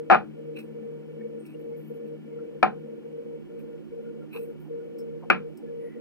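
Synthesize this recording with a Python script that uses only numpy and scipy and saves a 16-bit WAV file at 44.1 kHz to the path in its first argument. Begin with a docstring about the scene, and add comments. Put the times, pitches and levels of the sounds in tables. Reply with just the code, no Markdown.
"""An extractor fan hums throughout in a small tiled bathroom: wavering narrow-band tones over coloured air
noise, one tone throbbing with its own noise. A hard knock with bounces opens (filtered click, echoes, noise
tail, modes); then a hand rustles on skin and cloth (uneven noise bands), ticks (noise bursts) and blips
(swelling tones) sound. A second knock comes at 2.6 s; just after, the handset shifts and its two microphone
ports hear the sound differently. Rustle, ticks and blips return, with a last knock at 5.3 s."""
import sys
import numpy as np
from scipy import signal
from scipy.fft import rfft, irfft, next_fast_len
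from scipy.io import wavfile
from scipy.ndimage import uniform_filter1d

SR = 44100
rng = np.random.default_rng(int(sys.argv[2]) if len(sys.argv) > 2 else 0)


def digitize_waveform(pressure):
    """Quantize a signal to 16-bit integers and store it at the path in sys.argv[1].

    Rows of a 2-D input are taken as channels; values are limited to [-1, 1].
    """
    field = np.atleast_2d(pressure).T
    bounded = np.clip(field, -1, 1)
    quanta = np.round(bounded * 32767).astype(np.int16)
    wavfile.write(sys.argv[1], SR, quanta)


N = 264820
SIZE = next_fast_len(N + SR)  # FFT length, padded
TIME = np.arange(N) / SR
HZ = np.maximum(np.arange(SIZE // 2 + 1) * SR / SIZE, 1)

# microphone ports: freq_hz, likeness (0-1), left_lead_before_rad, left_lead_after_rad
PORTS = [(60, .3, -2.6, -3.1), (150, .6, -2.6, -3.3), (330, .4, -3.9, -3.4), (450, .95, -1.95, -2.2),
         (600, .9, -1.9, -1.9), (900, .7, -.75, -.8), (1300, .92, -.2, -.1), (1900, .9, .1, .2),
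         (2300, .88, 1.45, 1.5), (2800, .92, 2.45, 2.5), (3500, .85, 3.2, 3.3), (5000, .5, 6.1, 6.1),
         (9000, .4, 6, 6), (16000, .7, 6, 6)]


def from_db(db):
    """Gain of a level in dB."""
    return 10 ** (np.asarray(db) / 20)


def rms_one(x):
    """Scale to rms 1."""
    return x / np.sqrt(np.mean(np.abs(x) ** 2) + 1e-20)


def over_hz(points, axis=1):
    """Read one column of a frequency table at every bin, on a log axis."""
    table = np.array(points)
    return np.interp(np.log(HZ), np.log(table[:, 0]), table[:, axis])


def narrow(width_hz, count=N):
    """Complex noise around 0 Hz, rms 1, from a double-pole resonator."""
    pole = np.exp(-np.pi * width_hz / SR / 2)
    run_in = min(SR, count)
    white = rng.standard_normal(count + run_in) + 1j * rng.standard_normal(count + run_in)
    return rms_one(signal.lfilter([1], [1, -2 * pole, pole * pole], white)[run_in:])


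def shifted():
    """Handset position: 0 before the move, 1 after."""
    shift_s = (2.75, 3.45)
    return np.interp(TIME, shift_s, [0, 1])


def at_ports(shared, apart, gain, alike):
    """A shared part leads at one port by a phase per frequency; an unrelated part enters with opposite signs."""
    weights = np.sqrt([alike + 0 * HZ, 1 - alike + 0 * HZ])
    shared, apart = rfft([shared, apart], SIZE) * gain * weights
    heard = []
    for column in (2, 3):
        turn = np.exp(.5j * over_hz(PORTS, axis=column))
        ports = [(shared + apart) * turn, (shared - apart) * turn.conj()]
        heard.append(irfft(ports, SIZE)[:, :N])
    before, after = heard
    return before + (after - before) * shifted()


def noise(spectrum, crackle_db=0):
    """Coloured noise at both ports, rms 1; uneven sample sizes make it crackle."""
    alike = (1 + np.clip(over_hz(PORTS), 0, 1)) / 2
    sizes_db = crackle_db * np.minimum(rng.exponential(1, N), 6)
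    white = rng.standard_normal((2, N)) * from_db(sizes_db)
    return rms_one(at_ports(*white, from_db(over_hz(spectrum)), alike))


def tone(hz, wobble, lead_rad, pan_db):
    """A carrier with a complex wobble, split between the ports in phase and level."""
    carrier = np.sqrt(2) * wobble * np.exp(2j * np.pi * hz * TIME[:len(wobble)])
    left = carrier * np.exp(.5j * lead_rad) * from_db(pan_db / 2)
    right = carrier * np.exp(-.5j * lead_rad) * from_db(-pan_db / 2)
    return np.real([left, right])


def fan():
    """Air noise, plus blade tones and duct resonances that waver by their width, plus the throbbing tone."""
    # air noise colour: freq_hz, relative_level_db_per_hz
    air_colour = [(15, -44.5), (45, -37), (66, -21), (110, -28), (160, -10.5), (270, -5.5), (385, -3.5),
                  (430, -12.5), (680, -27.5), (1200, -36), (2000, -39), (3100, -34), (3700, -47.5),
                  (5500, -54.5), (9000, -77.5)]
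    air_db = -46
    return from_db(air_db) * noise(air_colour) + fan_tones() + throbbing_tone()


def fan_tones():
    """Narrow-band tones whose level, phase and balance glide as the handset moves."""
    # tones: freq_hz, width_hz, then before the shift level_db, left_lead_rad, left_minus_right_db,
    # then the same three after it
    tones = [(154.8, 2.7, -49.5, -1.8, 4.4, -48, 3, -6), (221.4, 8.7, -53, 0.81, 12, -48, 3, -6),
             (311.2, 5.9, -52, 1.6, 0.5, -55, 3, -12.5), (359.4, 16, -63.5, 0.7, 0.54, -57, 1.5, -8.5),
             (760, 12, -76.5, -1.1, 0.96, -78.5, -1.5, 5.5), (935, 5.5, -79, -1.1, 1.5, -82, -3, 17),
             (1416, 71, -77.5, -.22, 1.5, -76, -5.5, 1.5), (1753, 60, -79.5, 0.85, 1.3, -82, -6, 1.5),
             (2271, 150, -73, 2.1, 1.5, -77, 1.5, 4.5)]
    shift_dip_db = -5  # the handset passes through a null of the room for the lowest tone
    out, move = np.zeros((2, N)), shifted()
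    for hz, width_hz, db, lead_rad, pan_db, after_db, lead_after_rad, pan_after_db in tones:
        steady = np.clip(4.1 / width_hz, 0, 3)  # narrow lines are cleaner
        wobble = rms_one(steady + narrow(18.0 + width_hz))
        dip_db = shift_dip_db * np.sin(np.pi * move) * (hz < 200)
        level_db = db + (after_db - db) * move + dip_db
        lead_now_rad = lead_rad + (lead_after_rad - lead_rad) * move
        pan_now_db = pan_db + (pan_after_db - pan_db) * move
        out += from_db(level_db) * tone(hz, wobble, lead_now_rad, pan_now_db)
    return out


def throbbing_tone():
    """A tone of wandering phase swells and collapses; noise around it joins the collapses, not the peaks."""
    # throbbing noise colour: freq_hz, relative_level_db_per_hz
    skirt_colour = [(390, -45), (420, -3), (460, 11), (520, 2), (600, -4), (640, -56.5)]
    skirt_db, skirt_top_db = -2, -44  # noise relative to tone; tone level at which the noise stops rising
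    slow_slips_rad = 1.94 * narrow(1.38).real
    fast_jitter_rad = 0.47 * narrow(39.85).real
    wander = np.exp(1j * (slow_slips_rad + fast_jitter_rad))
    level_db = throb_db()
    hum = from_db(level_db) * tone(466.4, wander, lead_rad=-2, pan_db=1.5)
    skirt_level_db = np.minimum(level_db, skirt_top_db) + skirt_db
    return hum + from_db(skirt_level_db) * noise(skirt_colour)


def throb_db():
    """Throb level: the tone drops out about every 0.38 s, returns, sags and flutters."""
    # dropouts: middle_s, length_s, depth_db (short ones stay shallower), level_after_db (before sag)
    dropouts = [(0.049, 0.041, 13, -40.5), (0.324, 0.13, 13.5, -37), (0.671, 0.15, 9, -36.5),
                (1.078, 0.19, 6.5, -36), (1.48, 0.13, 43, -37.5), (1.862, 0.073, 47, -38),
                (2.218, 0.097, 43, -38.5), (2.615, 0.05, 15, -38.5), (3.038, 0.15, 8.5, -36.5),
                (3.451, 0.09, 35, -40.5), (3.866, 0.095, 38, -38), (4.297, 0.11, 27.5, -36.5),
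                (4.619, 0.13, 34.5, -34.5), (4.9, 0.09, 11.5, -35), (5.246, 0.18, 9, -38),
                (5.584, 0.089, 39, -38.5), (5.921, 0.07, 31, -40.5)]
    start_db, sag_db_per_s = -30, 8.5
    fall_s, return_s = 0.083, .025
    flutter_rms_db, flutter_hz = 3, 90
    middle_s, length_s, depth_db, after_db = np.transpose(dropouts)
    last = np.searchsorted(middle_s, TIME)
    since_s = TIME - np.r_[0, middle_s][last]
    level_db = np.r_[start_db, after_db][last] - sag_db_per_s * since_s
    level_db = uniform_filter1d(level_db, size=1500)
    for middle, length, depth in zip(middle_s, length_s, depth_db):
        falling = (TIME - middle + length / 2) / fall_s
        returning = (middle + length / 2 - TIME) / return_s
        level_db -= depth * np.clip(np.minimum(falling, returning) + .5, 0, 1) ** 2
    return level_db + flutter_rms_db * np.sqrt(2) * narrow(flutter_hz).real


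def knocks():
    """Each blow is a click with first echoes and a tiled-room tail, coloured by the object, plus modes."""
    # knocks, the first with bounces: start_s, direct_peak_db, room_db, thump_db, hollow_db, snap_db
    blows = [(0.1005, -0.5, -21, -4, 2.4, -2), (0.1125, -4.5, -17, -0.5, -1.5, 3.5),
             (0.1235, -3.5, -25, 0, 2, -10), (0.136, -11, -23.5, -3.5, -7, 0),
             (0.1465, -5.5, -32, -4.5, 1, 2), (0.1518, -12, -27, -2, 4.5, -3),
             (2.6285, 0, -24.5, 4, 0.5, -1), (5.3012, 0.46, -24.5, 1.5, -10, 6)]
    # object colour: freq_hz, relative_level_db_per_hz
    object_colour = [(24, -49), (97, -36.5), (200, -11.5), (300, -22.5), (560, -12), (780, -6.5),
                     (1040, -18), (1390, -8), (2050, -24), (2400, -15), (3300, -35), (4000, -38.5),
                     (6000, -59.5), (10000, -70.5), (16000, -76.5)]
    part_centres_hz = (220.2, 755.5, 2550)  # thump, hollow, snap
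    ring_db = -23.5
    out = np.zeros((2, N))
    alike = (1 + .95 * np.clip(over_hz(PORTS), 0, 1)) / 2
    for start_s, db, room_db, *parts_db in blows:
        def struck_db(hz):
            """How this blow favours the parts of the object."""
            return sum(part_db * np.exp(-(np.log2(hz / centre_hz) / 0.46) ** 2)
                       for part_db, centre_hz in zip(parts_db, part_centres_hz))
        at = round(start_s * SR)
        colour = causal(from_db(over_hz(object_colour) + struck_db(HZ)))
        clicks = click_and_echoes(at)
        direct = at_ports(clicks, clicks, colour, 0.97)
        blow = direct + from_db(room_db) * at_ports(*room_tail(at), colour, alike)
        modes = ringing(at, struck_db)
        rung = at_ports(modes, modes, 1, 0.97)
        out += from_db(db) * (blow / np.abs(direct).max() + from_db(ring_db) * rung)
    return out * from_db([[.3], [-.3]])


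def causal(gain):
    """Minimum-phase filter of a magnitude, so that nothing sounds before a hit."""
    cepstrum = irfft(np.log(gain + 1e-9), SIZE)
    cepstrum[1:SIZE // 2] *= 2
    cepstrum[SIZE // 2 + 1:] = 0
    return np.exp(rfft(cepstrum))


def click_and_echoes(at):
    """A unit click and first reflections of random sign, slightly jittered; later ones are duller."""
    # first reflections: delay_s (before jitter), level_db
    echoes = [(.0008, -8.5), (.0016, -0.5), (.0027, -3.5), (.0083, -3), (0.0115, -8.5), (.018, -15)]
    clicks = np.zeros(N)
    clicks[at] = 1
    for (delay_s, echo_db), (jitter, sign) in zip(echoes, rng.uniform(-0.92, 1, (len(echoes), 2))):
        smear = np.hanning(3 + round(.03 * delay_s * SR))
        start = at + round(delay_s * (1 + 0.052 * jitter) * SR)
        clicks[start:start + len(smear)] += from_db(echo_db) * np.sign(sign) * smear / smear.sum()
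    return clicks


def room_tail(at):
    """Dense reflections: noise that builds up, then decays at its own rate in each band."""
    # room decay: freq_hz, t60_s
    room_t60 = [(100, 0.53), (500, .19), (1400, .16), (2600, 0.15), (4500, .19), (7000, .09),
                (12000, 0.05015)]
    hz, t60_s = np.transpose(room_t60)
    t = np.arange(SR // 2) / SR
    spectra = rfft(rng.standard_normal((2, len(t))))
    bins_hz = np.fft.rfftfreq(len(t), 1 / SR)
    edges_hz = np.geomspace(20, 20000, 19)
    decaying = np.zeros((2, len(t)))
    for low, high in zip(edges_hz, edges_hz[1:]):
        band = irfft(spectra * ((bins_hz >= low) & (bins_hz < high)), len(t))
        band_t60_s = np.interp(np.log(np.sqrt(low * high)), np.log(hz), t60_s)
        decaying += band * from_db(-60 * t / band_t60_s)
    tail = np.zeros((2, N + SR))
    tail[:, at:at + len(t)] = (1 - np.exp(-t / .006)) * decaying
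    return tail[:, :N]


def ringing(at, struck_db):
    """Decaying sine modes of room and object, as strong as the blow favours them."""
    # modes: freq_hz, level_db (before the blow's own weighting), t60_s (before the cap)
    modes = [(228, -24.5, 0.87), (349, -5.5, 0.33), (349.4, 6.5, 0.15), (458.2, -37, 5.0), (753, 14, 0.13),
             (888, -16.5, 0.083), (1045, -0.5, 0.48), (1210, 9.5, 0.074), (1370, -12, 0.067),
             (1758, -16.5, 0.41), (2213, -31, 0.72), (2480, -13.5, 0.9)]
    t60_cap_s = .17
    t = np.arange(SR // 2) / SR
    rung = np.zeros(N + SR)
    for (hz, db, t60_s), phase in zip(modes, rng.uniform(0, 2 * np.pi, len(modes))):
        decay_db = db + struck_db(hz) - 60 * t / min(t60_s, t60_cap_s)
        onset = 1 - np.exp(-t / 0.0024)
        rung[at:at + len(t)] += from_db(decay_db) * np.sin(2 * np.pi * hz * t + phase) * onset
    return rung[:N]


def hand():
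    """Crackly rustle in two bright bands over a duller rub; each stroke on skin and cloth rises, holds, fades."""
    # strokes: full_strength_s, hold_s, high_rustle_db, middle_rustle_db, low_rub_db
    strokes = [(0.566, 0.039, -66, -69.5, -47), (1.4, 0.011, -84, -71, -76), (1.453, 0.068, -76, -76, -63),
               (1.596, .02, -76, -97, -85), (1.69, .025, -86, -95, -78), (1.772, 0.049, -69.5, -87, -80),
               (1.87, 0.025, -73, -90, -80), (1.94, .025, -77, -92, -77), (2.062, .025, -81.5, -90, -69),
               (3.592, .006, -73, -86, -62.5), (4.018, .01, -84, -90, -83.5),
               (4.333, 0.041, -59.5, -68.5, -44), (4.415, 0.025, -63.5, -75, -70),
               (4.6, 0.05, -76.5, -85, -86)]
    # high rustle colour: freq_hz, relative_level_db_per_hz
    high_colour = [(9500, -36), (10800, -4), (11500, 0), (12100, 1.5), (13300, -4.5), (15000, 0),
                   (16000, -19)]
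    # middle rustle colour: freq_hz, relative_level_db_per_hz
    middle_colour = [(4500, -29), (5800, -29), (7300, -24), (8500, 3), (9200, -2), (9900, -12),
                     (10600, -30)]
    # low rub colour: freq_hz, relative_level_db_per_hz
    rub_colour = [(700, -14), (1000, -12.5), (1500, -10.5), (2000, -17), (2600, 10), (3200, -20),
                  (3500, -16), (3750, -13.5), (4050, -9.5), (4700, -32), (5800, -26.5), (6600, -53)]
    lead_in_db_per_s = 1400
    releases_db_per_s = (260, 260.5, 600)  # high, middle, low: the rub stops soonest
    grain_db, grain_hz = 3.5, 200  # uneven catching of the skin; rms of the complex noise
    levels = np.zeros((3, N))
    for full_s, hold_s, *bands_db in strokes:
        rise_db = lead_in_db_per_s * np.maximum(full_s - TIME, 0)
        fade_db = np.outer(releases_db_per_s, np.maximum(TIME - full_s - hold_s, 0))
        levels += from_db(np.c_[bands_db] - np.minimum(rise_db + fade_db, 200))
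    out = np.zeros((2, N))
    for level, colour in zip(levels, (high_colour, middle_colour, rub_colour)):
        grain = rms_one(from_db(grain_db * narrow(grain_hz).real))
        out += level * grain * noise(colour, crackle_db=3)
    return out


def ticks():
    """Small bright ticks: bursts of coloured noise that start at once and die fast."""
    # ticks: start_s, start_level_db, t60_s
    tick_table = [(0.5621, -75, 0.09), (0.5896, -50.5, 0.09), (1.4117, -76, 0.09), (1.4621, -54.5, 0.09),
                  (3.6052, -66, 0.09), (4.3899, -62, 0.09), (4.4258, -77, 0.09), (4.9853, -53.5, 0.14),
                  (5.573, -53, 0.09)]
    # tick colour: freq_hz, relative_level_db_per_hz
    tick_colour = [(4300, -26), (5300, -9), (6200, -23), (7100, -23.5), (8500, -9.5), (9600, -31),
                   (11500, -7.5), (13000, -25), (15300, -19), (16000, -7.5)]
    envelope = np.zeros(N)
    for start_s, db, t60_s in tick_table:
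        decay_db = db - 60 * np.maximum(TIME - start_s, 0) / t60_s
        envelope += from_db(decay_db) * (TIME >= start_s)
    return envelope * noise(tick_colour)


def blips():
    """Faint short resonances: narrow-band noise on a carrier under a bell-shaped swell."""
    # blips: middle_s, level_db, freq_hz, width_hz, length_s (three standard deviations of the swell)
    blip_table = [(1.211, -55.5, 1810, 120, 0.017), (1.218, -68, 2210, 119, 0.061),
                  (1.741, -63, 2180, 59.7, 0.028), (1.718, -62, 844, 120, 0.035),
                  (2.327, -67, 2180, 150, 0.03), (2.399, -54.5, 1377, 300, 0.023),
                  (4.07, -60, 1420, 119, 0.048), (4.223, -61.5, 1386, 120, 0.045),
                  (4.365, -51, 1080, 1300, 0.042), (1.548, -62, 2780, 300, 0.015),
                  (4.668, -61, 790, 400, 0.032), (4.812, -67, 1430, 80, 0.049),
                  (5.001, -64, 5320, 200, 0.032), (5.239, -47, 842, 700, 0.028),
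                  (5.61, -58, 770, 500, 0.037), (5.679, -67, 1710, 98.5, 0.035),
                  (5.852, -78, 11100, 600, 0.14), (5.897, -62.5, 1950, 400, 0.18)]
    out, half = np.zeros((2, N + SR)), SR // 4
    for middle_s, db, hz, width_hz, length_s in blip_table:
        swell = np.exp(-.5 * ((TIME[:2 * half] - half / SR) * 3 / length_s) ** 2)
        at = round(middle_s * SR) - half
        blip = tone(hz, narrow(width_hz, count=2 * half), lead_rad=-.3, pan_db=1.5)
        out[:, at:at + 2 * half] += from_db(db) * swell * blip
    return out[:, :N]


def scene():
    """Fan, knocks, hand, ticks and blips together."""
    return fan() + knocks() + hand() + ticks() + blips()


def record(dry):
    """The microphone adds hiss, the highest peaks are rounded, the top is cut."""
    hiss_db, cutoff_hz = -76.5, 15750
    hissy = dry + from_db(hiss_db) * rng.standard_normal(dry.shape)
    rounded = hissy / (1 + np.abs(hissy) ** 16) ** (1 / 16)
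    low_pass = signal.ellip(10, .5, 70, cutoff_hz, fs=SR, output="sos")
    return signal.sosfilt(low_pass, rounded)


dry = scene()
out = record(dry)
digitize_waveform(out)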